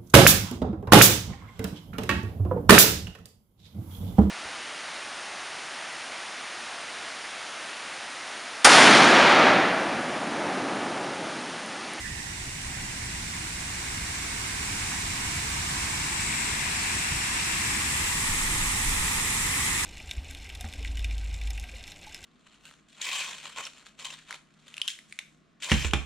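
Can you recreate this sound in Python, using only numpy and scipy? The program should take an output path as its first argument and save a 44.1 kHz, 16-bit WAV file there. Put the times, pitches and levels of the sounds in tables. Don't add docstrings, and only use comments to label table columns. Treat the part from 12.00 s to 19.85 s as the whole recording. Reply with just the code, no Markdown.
import sys
import numpy as np
from scipy import signal
from scipy.fft import rfft, irfft, next_fast_len
from scipy.io import wavfile
from scipy.ndimage import uniform_filter1d, map_coordinates

SR = 44100
rng = np.random.default_rng(int(sys.argv[2]) if len(sys.argv) > 2 else 0)


def persist_wave(psi):
    counts = np.round(np.clip(psi, -1, 1) * 32767).astype(np.int16)
    wavfile.write(sys.argv[1], SR, np.atleast_2d(counts).T)


N = 346185

# time in seconds,
# place (0 behind the bank, 1 at the railing, 2 facing the fall).
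CAMERA_PLACE = [(0, 0.019), (3.7, 0.11), (4.35, 0.88), (5.4, 1), (6.35, 1.91)]
# frequency in Hz, left and right relative level in dB,
# left-right likeness from 0 to 1, lead of the left side in radians.
SPLASH_BEHIND_BANK = [(340, -13, -5, 1, 1.3), (440, -15, -6.5, 0.37, 2.5), (563, -10.5, -15.5, 1, 3.0),
                      (780, -6.5, -9.5, 0.32, 1.6), (990, -3.5, -3, 0.82, 1.73), (1307, -15, -5, 0.4, 3),
                      (1564, -4.5, -4.5, 0.55, 0.01), (1820, -4, 0, 0.26, -2.44), (2260, -6.5, -2, 0.55, 0),
                      (2580, -4.5, -3.5, 0.84, 1.87), (2820, -4, -3, 0.54, 2.5),
                      (3200, -8.5, -9.5, 0.2, -3), (3650, -9.5, -7.5, 0.32, -0.8),
                      (4710, -8.5, -9, 0.26, 2)]
SPLASH_AT_RAILING = [(340, -13, -8, 1, -0.1), (442, -15.5, -9, 0.23, 3.0), (568, -12, -17, 0.96, 3),
                     (785, -7.5, -13, 0.37, 1.1), (995, -4.5, -4, 0.98, 1.5), (1380, -9, -7, 0.3, -3.5),
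                     (1640, -1.5, -4, 0.32, -1.1), (2010, 2.5, -4, 0.2, -1), (2330, -2, -2, 0.71, -0.5),
                     (2750, 0, -5.5, 0.53, 1.5), (3040, -6, -9.5, 0.28, 3), (3550, -6, -9, 0.22, -3.5),
                     (4070, -11, -7.9, 0.11, 0.1), (4820, -12, -11.5, 0.11, 2.5)]
SPLASH_FACING_FALL = [(340, -20, -4, 0.94, -2), (440, -12.5, -11.8, 0.35, -0.55), (640, -18, -18, 0.75, -3),
                      (863, -8.5, -5.5, 0.68, 0.5), (1240, -4, -5.5, 0.82, 1.27),
                      (1534, -13.5, -8, 0.18, 2.5), (1770, -5, -4.8, 0.46, 0.2),
                      (2040, -1.1, -0.5, 0.35, 1.93), (2270, 1, -5, 0.65, -3), (2730, -6, -9, 0.03, 1.5),
                      (2960, -7, -11.5, 0.43, -2), (3670, -11, -6.7, 0.33, -0.8),
                      (4160, -14.5, -9.5, 0.19, 2.5), (4800, -20, -15, 0.08, 1.5)]
# frequency in Hz, left and right relative level in dB.
SPRAY_BEHIND_BANK = [(4800, -7.5, -5), (5900, -5.5, -1.5), (6460, -5.5, -6), (7750, -2, -0.5),
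                     (8400, -3.5, -6), (9120, -8, -1.3), (9970, -20, -8.5), (11200, -21, -13.5),
                     (12800, -20, -18.5), (15000, -27, -25)]
SPRAY_AT_RAILING = [(4800, -7, -6), (5660, -15, -1), (6380, -9, -9.5), (7700, -2, -2.5), (8300, -6.5, -6),
                    (9260, -9.5, -4), (9940, -25, -9.5), (11200, -27, -16), (12800, -22, -21.5),
                    (15000, -30, -23)]
SPRAY_FACING_FALL = [(4800, -9, -11.5), (5800, -17, -7.5), (6500, -8.8, -9.5), (7740, -3, -3.5),
                     (8140, -5.5, -6), (8960, -16, -1), (10130, -17, -10), (11250, -29, -10),
                     (12800, -22, -19), (15000, -25, -21)]
# time in seconds, centre in Hz, boost in dB.
WALL_REFLECTION = [(0, 1950, .5), (2.2, 2170, 3), (4.0, 2260, 2), (4.8, 2550, 1), (5.35, 2650, 2.2),
                   (6.3, 2100, -1), (7.85, 1920, 2)]
# frequency in Hz, relative level in dB.
PARK_TONE = [(150, -25), (400, -8.5), (620, -2.5), (800, 0), (1200, -23), (5000, -6.5), (12000, -50)]
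# frequency in Hz, relative level in dB.
PLUNGE_TONE = [(11, -35), (18, -7), (32, -5), (60, 0.5), (86, -1), (155, -5), (189, -6), (327, -11.5),
               (382, -14), (439, -17.5), (520, -24), (680, -54), (1140, -120)]
# frequency in Hz, likeness from 0 to 1.
PLUNGE_LIKENESS = [(60, 1), (170, 0.97), (260, 0.92), (350, 0.83), (450, 0.26)]
# frequency in Hz, relative level in dB.
WIND_TONE = [(8, -16), (25, 0.5), (45, -12), (80, -16.5), (150, -24), (400, -60)]
# start in seconds, level before fading in dB, pitch in Hz.
CAMERA_BUMPS = [(.658, -32, 70), (5.12, -23.5, 125)]
# time in seconds, splash left minus right in dB,
# spray left minus right in dB.
CAMERA_AIM = [(0.2, -5.5, -4.0), (0.42, -4, -2.0), (2.2, -3, -1.5), (3.81, -3, 0), (4.42, 1, 2),
              (4.59, 2.0, -0.5), (6.03, 0.5, 0.0), (6.84, 0.5, -4), (7.6, 0.5, -3)]
# time of the crest in seconds, level in dB.
WIND_PUFFS = [(6.3, -33), (6.45, -37), (6.67, -32), (6.88, -30), (7.0, -29.5), (7.18, -38), (7.42, -38)]
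# time in seconds, level change in dB.
PLUNGE_HEAVE = [(0, -1), (.9, 1), (2.1, -1), (3.6, 1.1), (4.9, -2.5), (5.75, 0.9), (6.7, 0.5), (7.85, 0.5)]

SPLASH_HZ, SPRAY_HZ = 380, 4800
TOP_HZ = 15200
ARRIVE_S = 4.83

SPLASH_DB, SPLASH_SHADOW_DB = -30.5, 9.5
SPRAY_DB, SPRAY_SHADOW_DB = -32, 8.5
BODY_DB, BODY_SHADOW_DB = -45.5, 5.5
DEEP_DB, DEEP_SHADOW_DB = -40, 1.6
FINE_HZ, FINE_SHADOW_DB = 12000, -3.5
FACING_DB = 2.5

RAIL_S, RAIL_PASS_S = 4.36, 0.25
RAIL_SPLASH_HZ, RAIL_SPLASH_DB, RAIL_SPRAY_HZ, RAIL_SPRAY_DB = 2180, 4, 7800, 3
SCREEN_S, SCREEN_HALF_S, SCREEN_DB = 4.65, 0.24, -1.5
LAWN_HZ, LAWN_SLIDE_HZ_PER_S, LAWN_DIP_DB, LAWN_FADE_S = 1300, 170, -4, 1.6

GUST_S, GUST_HALF_S, GUST_DB = 6.7, .48, -37.5
PUFF_ATTACK_S, PUFF_DECAY_S = 0.023, 0.036
SQUEAL_HZ, SAG_HZ_PER_S = 2010, 1850
SQUEAL_DB, SQUEAL_HOLD_S, SQUEAL_RELEASE_S = -39.5, .04, 0.14
CRACK_S, CRACK_HALF_S, CRACK_DB = 0.057, 0.019, -37


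def waterfall():
    place, = curves(CAMERA_PLACE)
    splash_pan, spray_pan = curves(CAMERA_AIM)
    wall_hz, wall_db = curves(WALL_REFLECTION)
    surge_db = 0.2 * wobble(2.32) + .14 * wobble(9.1)
    splash_db = SPLASH_DB - SPLASH_SHADOW_DB * shadow() + surge_db
    facing = np.clip(place - 1, 0, 1)
    spray_db = SPRAY_DB - SPRAY_SHADOW_DB * shadow() + FACING_DB * facing + surge_db
    spray_db = spray_db + SCREEN_DB * swell(SCREEN_S, SCREEN_HALF_S)

    walked_s = np.minimum(np.arange(N) / SR, ARRIVE_S)
    dip_hz = LAWN_HZ - LAWN_SLIDE_HZ_PER_S * walked_s
    dip_db = LAWN_DIP_DB * np.exp(-walked_s / LAWN_FADE_S)
    pool = emphasised(splash(splash_db, splash_pan), dip_hz, dip_db, width_hz=620)

    rail = swell(RAIL_S, RAIL_PASS_S)
    ahead = pool.mean(axis=0)
    lifted = emphasised(ahead, wall_hz, wall_db, width_hz=280)
    lifted = emphasised(lifted, RAIL_SPLASH_HZ, RAIL_SPLASH_DB * rail, width_hz=210)

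    mist = emphasised(spray(spray_db, spray_pan), RAIL_SPRAY_HZ, RAIL_SPRAY_DB * rail, width_hz=900)
    mist = emphasised(mist, FINE_HZ, FINE_SHADOW_DB * shadow(), width_hz=5300)
    return pool - ahead + lifted + mist


def splash(level_db, pan_db):
    ringing = bubbles(598, 5000, cycles=13.6, rise=0.18, spread_db=0.5, count=9000, size=400)
    ringing = amp(-13.5) * ringing

    def heard(view):
        lagged = [(hz, alike * np.cos(lead), alike * np.sin(lead)) for hz, _, _, alike, lead in view]

        def shared(hz):
            return np.dot([1, 1j], along(lagged, hz))

        def colour_and_lag(hz):
            colour = amp(along(view, hz)[:2]) * below(SPLASH_HZ, hz) * below(hz, SPRAY_HZ)
            lead = np.unwrap(np.angle(shared(hz)))
            return colour * np.exp(np.outer([.5j, -.5j], lead))

        water = blend(churn(patchy_db=0.48) + ringing, lambda hz: abs(shared(hz)))
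        return filtered(water, colour_and_lag)

    views = (SPLASH_BEHIND_BANK, SPLASH_AT_RAILING, SPLASH_FACING_FALL)
    return approach([heard(view) for view in views], level_db, pan_db)


def spray(level_db, pan_db):
    ticks = amp(-12) * bubbles(4230, 15400, cycles=4, rise=0.092, spread_db=0.5, count=16000, size=56)

    def heard(view):
        drops = churn(patchy_db=0.5) + ticks
        return filtered(drops, lambda hz: amp(along(view, hz)) * below(SPRAY_HZ, hz))

    views = (SPRAY_BEHIND_BANK, SPRAY_AT_RAILING, SPRAY_FACING_FALL)
    return approach([heard(view) for view in views], level_db, pan_db)


def churn(patchy_db):
    spectrum = signal.stft(rng.standard_normal((2, N)), nperseg=512)[2]
    patches = rng.standard_normal(spectrum.shape[1:])
    patches = uniform_filter1d(patches, size=14, axis=0)
    patches = uniform_filter1d(patches, size=10, axis=1)
    patchy = spectrum * amp(patchy_db * unit(patches))
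    return unit(signal.istft(patchy, nperseg=512)[1][:, :N])


def bubbles(low_hz, high_hz, cycles, rise, spread_db, count, size):
    when, pitch, strength, lag = rng.random((count, 4)).T[:, :, None]
    hz = low_hz * (high_hz / low_hz) ** pitch
    turns = hz * np.arange(size) / SR
    age = turns / cycles
    height = hz / high_hz * amp(-spread_db * np.log(1 - .99 * strength))
    ring = height * amp(-40 * age) * (1 - np.exp(-2 * turns))
    phase = 2 * np.pi * turns * (1 + rise * np.minimum(age, 1) / 2)
    at = ((when * N).astype(int) + np.arange(size)).ravel()

    def side(offset):
        return np.bincount(at, (ring * np.sin(phase + offset)).ravel(), N)[:N]

    return unit(np.array([side(0), side(2 * np.pi * lag)]))


def approach(views, level_db, pan_db):
    place, = curves(CAMERA_PLACE)
    pair = 0
    for k, view in enumerate(views):
        share = np.sqrt(np.clip(1 - abs(place - k), 0, 1))
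        pair = pair + share * np.array([unit(side) for side in view])
    sides = amp([pan_db / 2, -pan_db / 2])
    return pair * amp(level_db) * sides / np.sqrt(np.mean(sides ** 2, axis=0))


def shadow():
    return np.clip(1 - np.arange(N) / SR / ARRIVE_S, 0, 1)


def plunge(split_hz=175):
    heave_db, = curves(PLUNGE_HEAVE)
    deep_db = DEEP_DB - DEEP_SHADOW_DB * shadow() + heave_db + .25 * wobble(26)
    body_db = BODY_DB - BODY_SHADOW_DB * shadow()
    pair = blend(rng.standard_normal((2, N)), lambda hz: along(PLUNGE_LIKENESS, hz)[0])
    throb = filtered(pair, lambda hz: amp(along(PLUNGE_TONE, hz)) * below(hz, SPLASH_HZ))
    deep = filtered(throb, lambda hz: below(hz, split_hz, order=4) ** 2)
    body = unit(throb - deep) * amp([[-.8], [.8]])
    return amp(deep_db) * unit(deep) + amp(body_db) * body


def squeal(lower_ratio=.885, echo_db=-4, t60=0.73, echo_s=.13, pan_db=-10, rough=0.87):
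    t = np.arange(N) / SR
    falling_s = np.maximum(t - SQUEAL_HOLD_S, 0)
    phase = 2 * np.pi * np.cumsum(SQUEAL_HZ - SAG_HZ_PER_S * falling_s) / SR
    envelope = np.clip(1 - falling_s / SQUEAL_RELEASE_S, 0, 1)
    upper = amp(SQUEAL_DB + 2.5 * wobble(70)) * envelope * np.sin(phase + rough * wobble(250))
    crack = amp(CRACK_DB) * swell(CRACK_S, CRACK_HALF_S)
    lower = crack * np.sin(lower_ratio * phase + 1.2 * wobble(300))
    tone = upper + lower

    age = t[:SR // 2]
    fade = np.exp(-np.log(1000) * age / t60)
    tail = rng.standard_normal((2, len(age))) * fade * (age > echo_s)
    echo = signal.fftconvolve(tone[None], tail / np.linalg.norm(tail[0]), axes=1)[:, :N]
    return (tone + amp(echo_db) * echo) * amp([[pan_db / 2], [-pan_db / 2]])


def wind(apart_db=-20):
    t = np.arange(N) / SR
    puffs = 0
    for crest_s, db in WIND_PUFFS:
        distance = np.maximum((crest_s - t) / PUFF_ATTACK_S, (t - crest_s) / PUFF_DECAY_S)
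        puffs = puffs + amp(db) * np.exp(-distance)
    eddies = rng.standard_normal(N) + amp(apart_db) * rng.standard_normal((2, N))
    flutter = unit(filtered(eddies, lambda hz: amp(along(WIND_TONE, hz)[0])))
    gust = amp(GUST_DB) * swell(GUST_S, GUST_HALF_S)
    return (gust + puffs) * amp(.6 * wobble(18)) * flutter


def bumps(t60=0.058, rebound_s=.033, rebound_db=-7):
    t = np.arange(N) / SR
    total = np.zeros(N)
    for start_s, db, hz in CAMERA_BUMPS:
        for late_s, loss_db in [(0, 0), (rebound_s, rebound_db)]:
            age = np.maximum(t - start_s - late_s, 0)
            thud = np.sin(2 * np.pi * hz * age) * np.exp(-np.log(1000) * age / t60)
            total += amp(db + loss_db) * thud
    return total


def park(level_db=-52):
    wash = filtered(rng.standard_normal((2, N)), lambda hz: amp(along(PARK_TONE, hz)[0]))
    return amp(level_db + 0.15 * wobble(1.56)) * unit(wash)


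def amp(db):
    return 10 ** (np.asarray(db) / 20)


def unit(x):
    return x / np.sqrt(np.mean(x ** 2) + 1e-20)


def along(rows, hz):
    f, *cols = np.transpose(rows)
    return [np.interp(np.log(hz + 1), np.log(f + 1), c) for c in cols]


def curves(rows):
    s, *cols = np.transpose(rows)
    return [np.interp(np.arange(N) / SR, s, c) for c in cols]


def wobble(rate):
    points = rng.standard_normal(int(N * rate / SR) + 4)
    return map_coordinates(points, [np.arange(N) * rate / SR])


def swell(centre_s, half_s):
    return np.exp(-((np.arange(N) / SR - centre_s) / half_s) ** 2)


def filtered(x, response):
    m = next_fast_len(N + 8192, True)
    return irfft(rfft(x, m) * response(np.fft.rfftfreq(m, 1 / SR)), m)[..., :N]


def below(hz, edge_hz, order=10):
    return 1 / np.sqrt(1 + ((hz + 1) / (edge_hz + 1)) ** (2 * order))


def blend(pair, likeness):
    def weights(hz):
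        turn = np.arccos(np.clip(likeness(hz), 0, 1)) / 2
        return np.array([np.cos(turn), np.sin(turn)])

    mid, side = filtered(pair, weights)
    return np.array([mid + side, mid - side])


def emphasised(x, centre_hz, boost_db, width_hz):
    carrier = np.exp(2j * np.pi * np.cumsum(centre_hz * np.ones(N)) / SR)
    low_pass = signal.butter(1, width_hz / 2, fs=SR, output="sos")
    band = signal.sosfiltfilt(low_pass, x / carrier)
    return x + (amp(boost_db) - 1) * 2 * np.real(band * carrier)


def scene():
    return waterfall() + plunge() + squeal() + wind() + bumps() + park()


def record(dry):
    return filtered(dry, lambda hz: hz < TOP_HZ)


dry = scene()
out = record(dry)
persist_wave(out)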